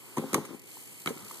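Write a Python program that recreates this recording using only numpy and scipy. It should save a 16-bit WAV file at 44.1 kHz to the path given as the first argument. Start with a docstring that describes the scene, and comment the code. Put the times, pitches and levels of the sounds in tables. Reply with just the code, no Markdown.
"""A small bicycle rides up a plywood ramp: each wheel thumps the deck, loose boards clack, metal cracks.
The freewheel ticks through the jump; the tyres land on the pavement, the frame clanks, the bike coasts on.
Deck, boards, frame and tyres ring as damped modes; cracks, ticks and rolling are shaped noise.
Under it all lie the low hum of a night street and a high hiss, and the street echoes the hits faintly."""
import sys
import numpy as np
from scipy import signal
from scipy.fft import rfft, irfft, next_fast_len
from scipy.io import wavfile
from scipy.ndimage import map_coordinates

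SR = 44100
rng = np.random.default_rng(int(sys.argv[2]) if len(sys.argv) > 2 else 0)


def put_to_file(sound):
    """Save the sound as 16-bit audio at rate SR, in the file named by the first command-line argument."""
    columns = np.atleast_2d(sound).T  # one column per channel
    safe = np.clip(columns, -1, 1)
    whole_steps = np.round(safe * 32767)
    wavfile.write(sys.argv[1], SR, whole_steps.astype(np.int16))


N = 61739

# stereo image of far and of near noise: frequency_hz, likeness (1 is mono, -1 or less is antiphase)
FAR_IMAGE = [(60, -1.79), (150, -0.16), (370, 0.29), (1000, 0.96), (1400, 1), (2000, -0.34), (2650, -1.46),
             (3900, 1), (5250, -0.5), (6500, 0.37), (7800, -0.21), (10000, 0.013)]
NEAR_IMAGE = [(60, 0.97), (250, 0.31), (1200, 1), (2000, -0.41), (2650, -1.08), (3900, 0.57), (5250, -1.1),
              (6500, .3), (8000, 0.082), (13000, -0.23)]


def amp(db):
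    """Decibels to gain."""
    return 10 ** (np.asarray(db) / 20)


def along(points, hz):
    """Read a curve of frequency_hz, value on a log frequency axis."""
    point_hz, values = np.transpose(points)
    return np.interp(np.log(hz + 1), np.log(point_hz + 1), values)


def fader(points):
    """Draw a curve of time_s, level_db with one value per sample."""
    time_s, level_db = np.transpose(points)
    return np.interp(np.arange(N) / SR, time_s, level_db)


def filtered(x, response):
    """Shape x with a frequency response."""
    size = next_fast_len(N + SR // 4)
    return irfft(rfft(x, size) * response(np.fft.rfftfreq(size, 1 / SR)), size)[..., :N]


def noise(colour, image):
    """Coloured stereo noise of rms 1, its width set per frequency by the image."""
    def mid_side(hz):
        angle = np.arccos(np.clip(along(image, hz), -1, 1)) / 2
        return amp(along(colour, hz)) * [np.cos(angle), np.sin(angle)]

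    mid, side = filtered(rng.standard_normal((2, N)), mid_side)
    pair = np.array([mid + side, mid - side])
    return pair / pair.std()


def phase_spread(x, lead_rad):
    """Place a mono sound in stereo: the left side leads the right by the phase lead_rad(hz)."""
    return filtered(x, lambda hz: np.exp(0.5j * lead_rad(hz) * np.array([[1], [-1]])))


def since(start_s):
    """Seconds since start_s, zero before."""
    return np.maximum(np.arange(N) / SR - start_s, 0)


def blow(start_s, rise_s, t60_s):
    """Hit envelope: a quick attack and an exponential decay."""
    t = since(start_s)
    return (1 - np.exp(-t / rise_s)) * np.exp(-np.log(1000) * t / t60_s)


def ring(start_s, modes, rise_s):
    """Strike modes of pitch_hz, level_db, t60_s in alternating polarity, each hit balanced anew."""
    t = since(start_s)
    out = np.zeros(N)
    for k, (hz, db, t60_s) in enumerate(modes):
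        gain = (-1) ** k * amp(db + rng.normal(0, 1))
        out += gain * np.sin(2 * np.pi * hz * t) * blow(start_s, rise_s, t60_s)
    return out


def softened(modes, brightness_hz):
    """A soft contact barely excites the modes above its brightness."""
    return [(hz, db - 10 * np.log10(1 + (hz / brightness_hz) ** 4), t60_s) for hz, db, t60_s in modes]


def struck(hits, partials, rise_s):
    """Short, damped rings of one timbre, each at its own pitch."""
    out = np.zeros(N)
    for start_s, db, pitch_hz, t60_s in hits:
        modes = [(pitch_hz * ratio, partial_db, t60_s) for ratio, partial_db in partials]
        out += amp(db) * ring(start_s, modes, rise_s)
    return out


def street_bed():
    """A low street hum and a high hiss that swells and dips."""
    # tone of the hum and of the hiss: frequency_hz, level_db
    hum_colour = [(25, -11), (70, 8.5), (115, 5), (200, 0), (360, 2.5), (650, -7.5), (1050, -8.5),
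                  (1500, -16), (2300, -0.5), (4000, -23)]
    hiss_colour = [(1500, -8.5), (2300, 1), (3100, 3.5), (3700, -11), (4400, 2.5), (5300, -6), (6400, -2.5),
                   (7500, 4.5), (9000, 5), (12800, -0.5), (13800, 8), (14200, -6)]
    # swells of the hiss: time_s, level_db
    hiss_levels = [(0, -53), (.06, -51.5), (.3, -51.5), (.46, -67), (.55, -52), (.61, -62.5), (.68, -52),
                   (.75, -48), (.86, -50), (.99, -50), (1.03, -50.5), (1.1, -49.5), (1.24, -52.5),
                   (1.29, -47.5), (1.4, -50)]
    hum = amp(-54.5) * noise(hum_colour, FAR_IMAGE)
    hiss = amp(fader(hiss_levels)) * noise(hiss_colour, FAR_IMAGE)
    return hum + hiss


def street_echo(hits):
    """The street answers the hits with a faint, diffuse tail."""
    colour = [(100, 6), (1300, -1.5), (3000, -15), (12000, -0.5)]  # frequency_hz, level_db
    tail = noise(colour, FAR_IMAGE) * blow(0, rise_s=0.0067, t60_s=0.54)
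    send_gain = 3 * amp(-29)
    return send_gain * signal.fftconvolve(hits, tail / np.linalg.norm(tail[0]), axes=1)[:, :N]


def rolling_tyres():
    """Tyre noise, slightly uneven with the ground, that falls away during the jump."""
    # rise and fall of the roll: time_s, level_db
    levels = [(0, -59.5), (.15, -54), (.25, -50), (.32, -45), (.42, -48), (.52, -50.5), (.6, -66),
              (.7, -67), (1.05, -67), (1.12, -52), (1.24, -50.5), (1.4, -55)]
    # tone of the roll: frequency_hz, level_db
    colour = [(30, -37), (80, -2), (160, -1.5), (350, 3), (620, -7), (950, -0.5), (1300, -1), (1700, -10.5),
              (2400, -9), (3500, -11.5), (6000, -14), (9000, -17), (14000, -15.5)]
    bump_samples = 400
    bumps = rng.standard_normal(N // bump_samples + 4)
    bumps_db = map_coordinates(bumps, [np.arange(N) / bump_samples])
    return amp(fader(levels) + bumps_db) * noise(colour, FAR_IMAGE)


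def freewheel():
    """Two pawls drop over each ratchet tooth: a short metallic double tick."""
    # runs of ticks: start_s, length_s, first_rate_hz, last_rate_hz, level_db
    runs = [(0.5934, .095, 43.6, 69, -45.5), (0.701, .13, 76, 92, -45), (0.835, .155, 53, 64, -45),
            (0.999, .06, 57, 34, -41), (1.138, .09, 82, 59, -45), (1.245, .155, 56, 81, -41.5)]
    # tone of a tick: frequency_hz, level_db
    colour = [(1200, -17), (2100, -9), (2450, -10), (2780, 2), (3130, -2), (3700, 1.5), (4450, 3.5),
              (5300, 1.5), (6500, 4.5), (7400, 5.5), (8250, 9), (9500, 0.5), (12500, 6), (13800, -4.5)]
    rise_s, t60_s, scatter_db = 0.0008, 0.018, 1.5
    pawl_gap_s, second_pawl_db = 0.0032, 1.5
    envelope = np.zeros(N)
    for start_s, length_s, first_rate_hz, last_rate_hz, db in runs:
        tick_s, end_s = start_s, start_s + length_s
        while tick_s < end_s:
            first_pawl = blow(tick_s, rise_s, t60_s)
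            second_pawl = amp(second_pawl_db) * blow(tick_s + pawl_gap_s, rise_s, t60_s)
            envelope += amp(db + rng.normal(0, scatter_db)) * np.hypot(first_pawl, second_pawl)
            tick_s += 1 / np.interp(tick_s, [start_s, end_s], [first_rate_hz, last_rate_hz])
    return envelope * noise(colour, FAR_IMAGE)


def shudder():
    """Countless weak modes of deck and bike blur into noise after the heavy hits."""
    # heavy hits: start_s, level_db, t60_s
    hits = [(0.173, -35, 0.27), (0.344, -31, 0.17), (1.074, -30, 0.15)]
    # body of the shudder: frequency_hz, level_db
    colour = [(30, -26), (70, -33), (130, 0.5), (450, 3.5), (650, -5.5), (950, -5), (1300, -6.5),
              (1700, -13), (2150, -11), (2800, -12), (6000, -24), (14000, -18)]
    envelope = sum(amp(db) * blow(start_s, 0.001, t60_s) for start_s, db, t60_s in hits)
    return envelope * noise(colour, NEAR_IMAGE)


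def metal_cracks():
    """Chain and metal parts snap against each other and rattle briefly."""
    # snaps: start_s, level_db, t60_s
    snaps = [(0.167, -37, 0.071), (0.181, -31, 0.022), (0.3309, -24.5, 0.03), (0.3429, -9.5, 0.018),
             (0.3502, -22, 0.0091), (0.45, -39.5, 0.081), (.548, -48, 0.0084), (0.6917, -43, .012),
             (1.0183, -46, 0.01), (1.0596, -21, 0.011), (1.066, -35, 0.094), (1.089, -40, 0.069)]
    # tone of the metal: frequency_hz, level_db
    colour = [(500, -4.5), (1400, -2), (2100, 5), (2700, -6), (4000, -7.5), (5200, -8.5), (6100, -1.5),
              (6600, 3.5), (7200, -8), (8000, -4.5), (9200, 1), (11000, -7.5), (14000, -5.5)]
    envelope = np.zeros(N)
    for start_s, db, t60_s in snaps:
        snap = blow(start_s, rise_s=0.00083, t60_s=t60_s)
        rattle = amp(-32.5) * blow(start_s, rise_s=0.0034, t60_s=0.29)
        envelope += amp(db) * np.hypot(snap, rattle)
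    return envelope * noise(colour, NEAR_IMAGE)


def frame_clanks():
    """The landing jolts the frame into a short metallic ring."""
    # jolts: start_s, level_db, brightness_hz
    jolts = [(1.0607, -16, 1720), (1.0733, -13.5, 6000), (1.174, -35, 5980)]
    # modes of the frame: pitch_hz, level_db, t60_s
    modes = [(1090, -19, 0.011), (1300, -10.5, 0.023), (1520, -20, 0.021), (2120, -10, 0.027),
             (2280, -8.5, 0.028), (2660, -13, 0.0053), (3130, -9, 0.013), (3860, -10, 0.0092)]
    # phase lead of the left microphone: frequency_hz, lead_rad
    left_lead = [(1400, 0.057), (2300, 2.68), (2650, 3.2), (3900, 0.23)]
    clanks = sum(amp(db) * ring(start_s, softened(modes, brightness_hz), rise_s=0.0002)
                 for start_s, db, brightness_hz in jolts)
    return phase_spread(clanks, lambda hz: along(left_lead, hz))


def tyre_slap():
    """One sharp pressure pulse as the first tyre meets the ground."""
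    start_s, level_db, length_s = 1.0604, -17, 0.00016
    age = since(start_s) / length_s
    return amp(level_db) * (age > 0) * (1 - age) * np.exp(-age)


def tyre_thuds():
    """The tyres thud on the pavement off to one side, reaching the right a moment late."""
    # touchdowns: start_s, level_db, pitch_hz, t60_s
    touchdowns = [(1.0602, -27.5, 330, 0.031), (1.074, -32, 295, 0.069), (1.1048, -27, 446, 0.056),
                  (1.163, -39, 330, 0.041), (1.226, -49.5, 208, 0.17)]
    # partials of a tyre: pitch_ratio, level_db
    partials = [(.55, -1.5), (1, 1), (1.25, -6.5), (1.8, -32)]
    right_lag_s = 0.00043
    thuds = struck(touchdowns, partials, rise_s=0.0018)
    return phase_spread(thuds, lambda hz: 2 * np.pi * hz * right_lag_s)


def board_clacks():
    """Loose boards and parts knock together, dry and short."""
    # knocks: start_s, level_db, pitch_hz, t60_s
    knocks = [(.1712, -19, 990, .04), (.182, -31, 1120, .03), (.2365, -35, 830, .035),
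              (.3315, -29, 1300, .025), (.3452, -12, 1120, .028), (.365, -32, 1200, .035),
              (.3805, -30, 860, .04), (.449, -39, 1230, .035), (.7698, -33, 960, .012),
              (1.272, -39, 1250, .014), (1.3103, -24, 1120, .016)]
    # partials of a knock: pitch_ratio, level_db
    partials = [(.8, -15), (0.998, -2), (1.171, -18.5), (1.85, -20.5)]
    return struck(knocks, partials, rise_s=0.00066)


def ramp_thumps():
    """The wheels pound the plywood deck and set its low modes ringing."""
    # wheel hits: start_s, level_db, brightness_hz, left_over_right_db
    thumps = [(0.169, -30.5, 368, 3.5), (0.1773, -20, 240, 4), (0.1902, -27.5, 450, 2.5),
              (0.2212, -34, 362, 4), (0.2365, -33, 583, 3.0), (0.2443, -42, 400, 5),
              (0.3308, -26.0, 378, 2), (0.3465, -34, 290, 15), (0.3524, -24.5, 580, 2.5),
              (0.373, -28, 506, -1.5), (0.3799, -28, 738, 2.0), (0.3935, -29.5, 151, 2.0),
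              (0.4412, -43, 313, 3.0), (0.4862, -45.5, 244, 15), (0.5019, -41.5, 375, 11),
              (0.5085, -43.5, 714, 10), (0.5284, -47, 620, 14.5), (0.5408, -41, 540, 10)]
    # modes of the deck: pitch_hz, level_db, t60_s
    modes = [(106.6, -17, 0.11), (161, -7, 0.069), (222, -3, 0.088), (269.6, -4.5, 0.17), (344, 1.5, 0.065),
             (417.7, -1.5, 0.083), (519, -0.5, 0.057), (803, -5, 0.052), (883, -8, 0.054),
             (1041, -4.5, .09)]
    out = np.zeros((2, N))
    for start_s, db, brightness_hz, pan_db in thumps:
        stereo_gain = amp([[db + pan_db / 2], [db - pan_db / 2]])
        out += stereo_gain * ring(start_s, softened(modes, brightness_hz), rise_s=0.00044)
    return out


def scene():
    """The ramp and landing hits with their echo, over rolling tyres, street and freewheel."""
    hits = ramp_thumps() + board_clacks() + metal_cracks()
    hits += tyre_slap() + tyre_thuds() + frame_clanks() + shudder()
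    return hits + street_echo(hits) + rolling_tyres() + street_bed() + freewheel()


def record(dry):
    """The microphone thins the deep bass, and a steep high cut takes off the very top."""
    low_cut_hz, high_cut_hz = 88, 14000
    thinned = signal.sosfilt(signal.butter(2, low_cut_hz, "high", fs=SR, output="sos"), dry)
    return filtered(thinned, lambda hz: 1 / np.sqrt(1 + (hz / high_cut_hz) ** 200))


dry = scene()
out = record(dry)
put_to_file(out)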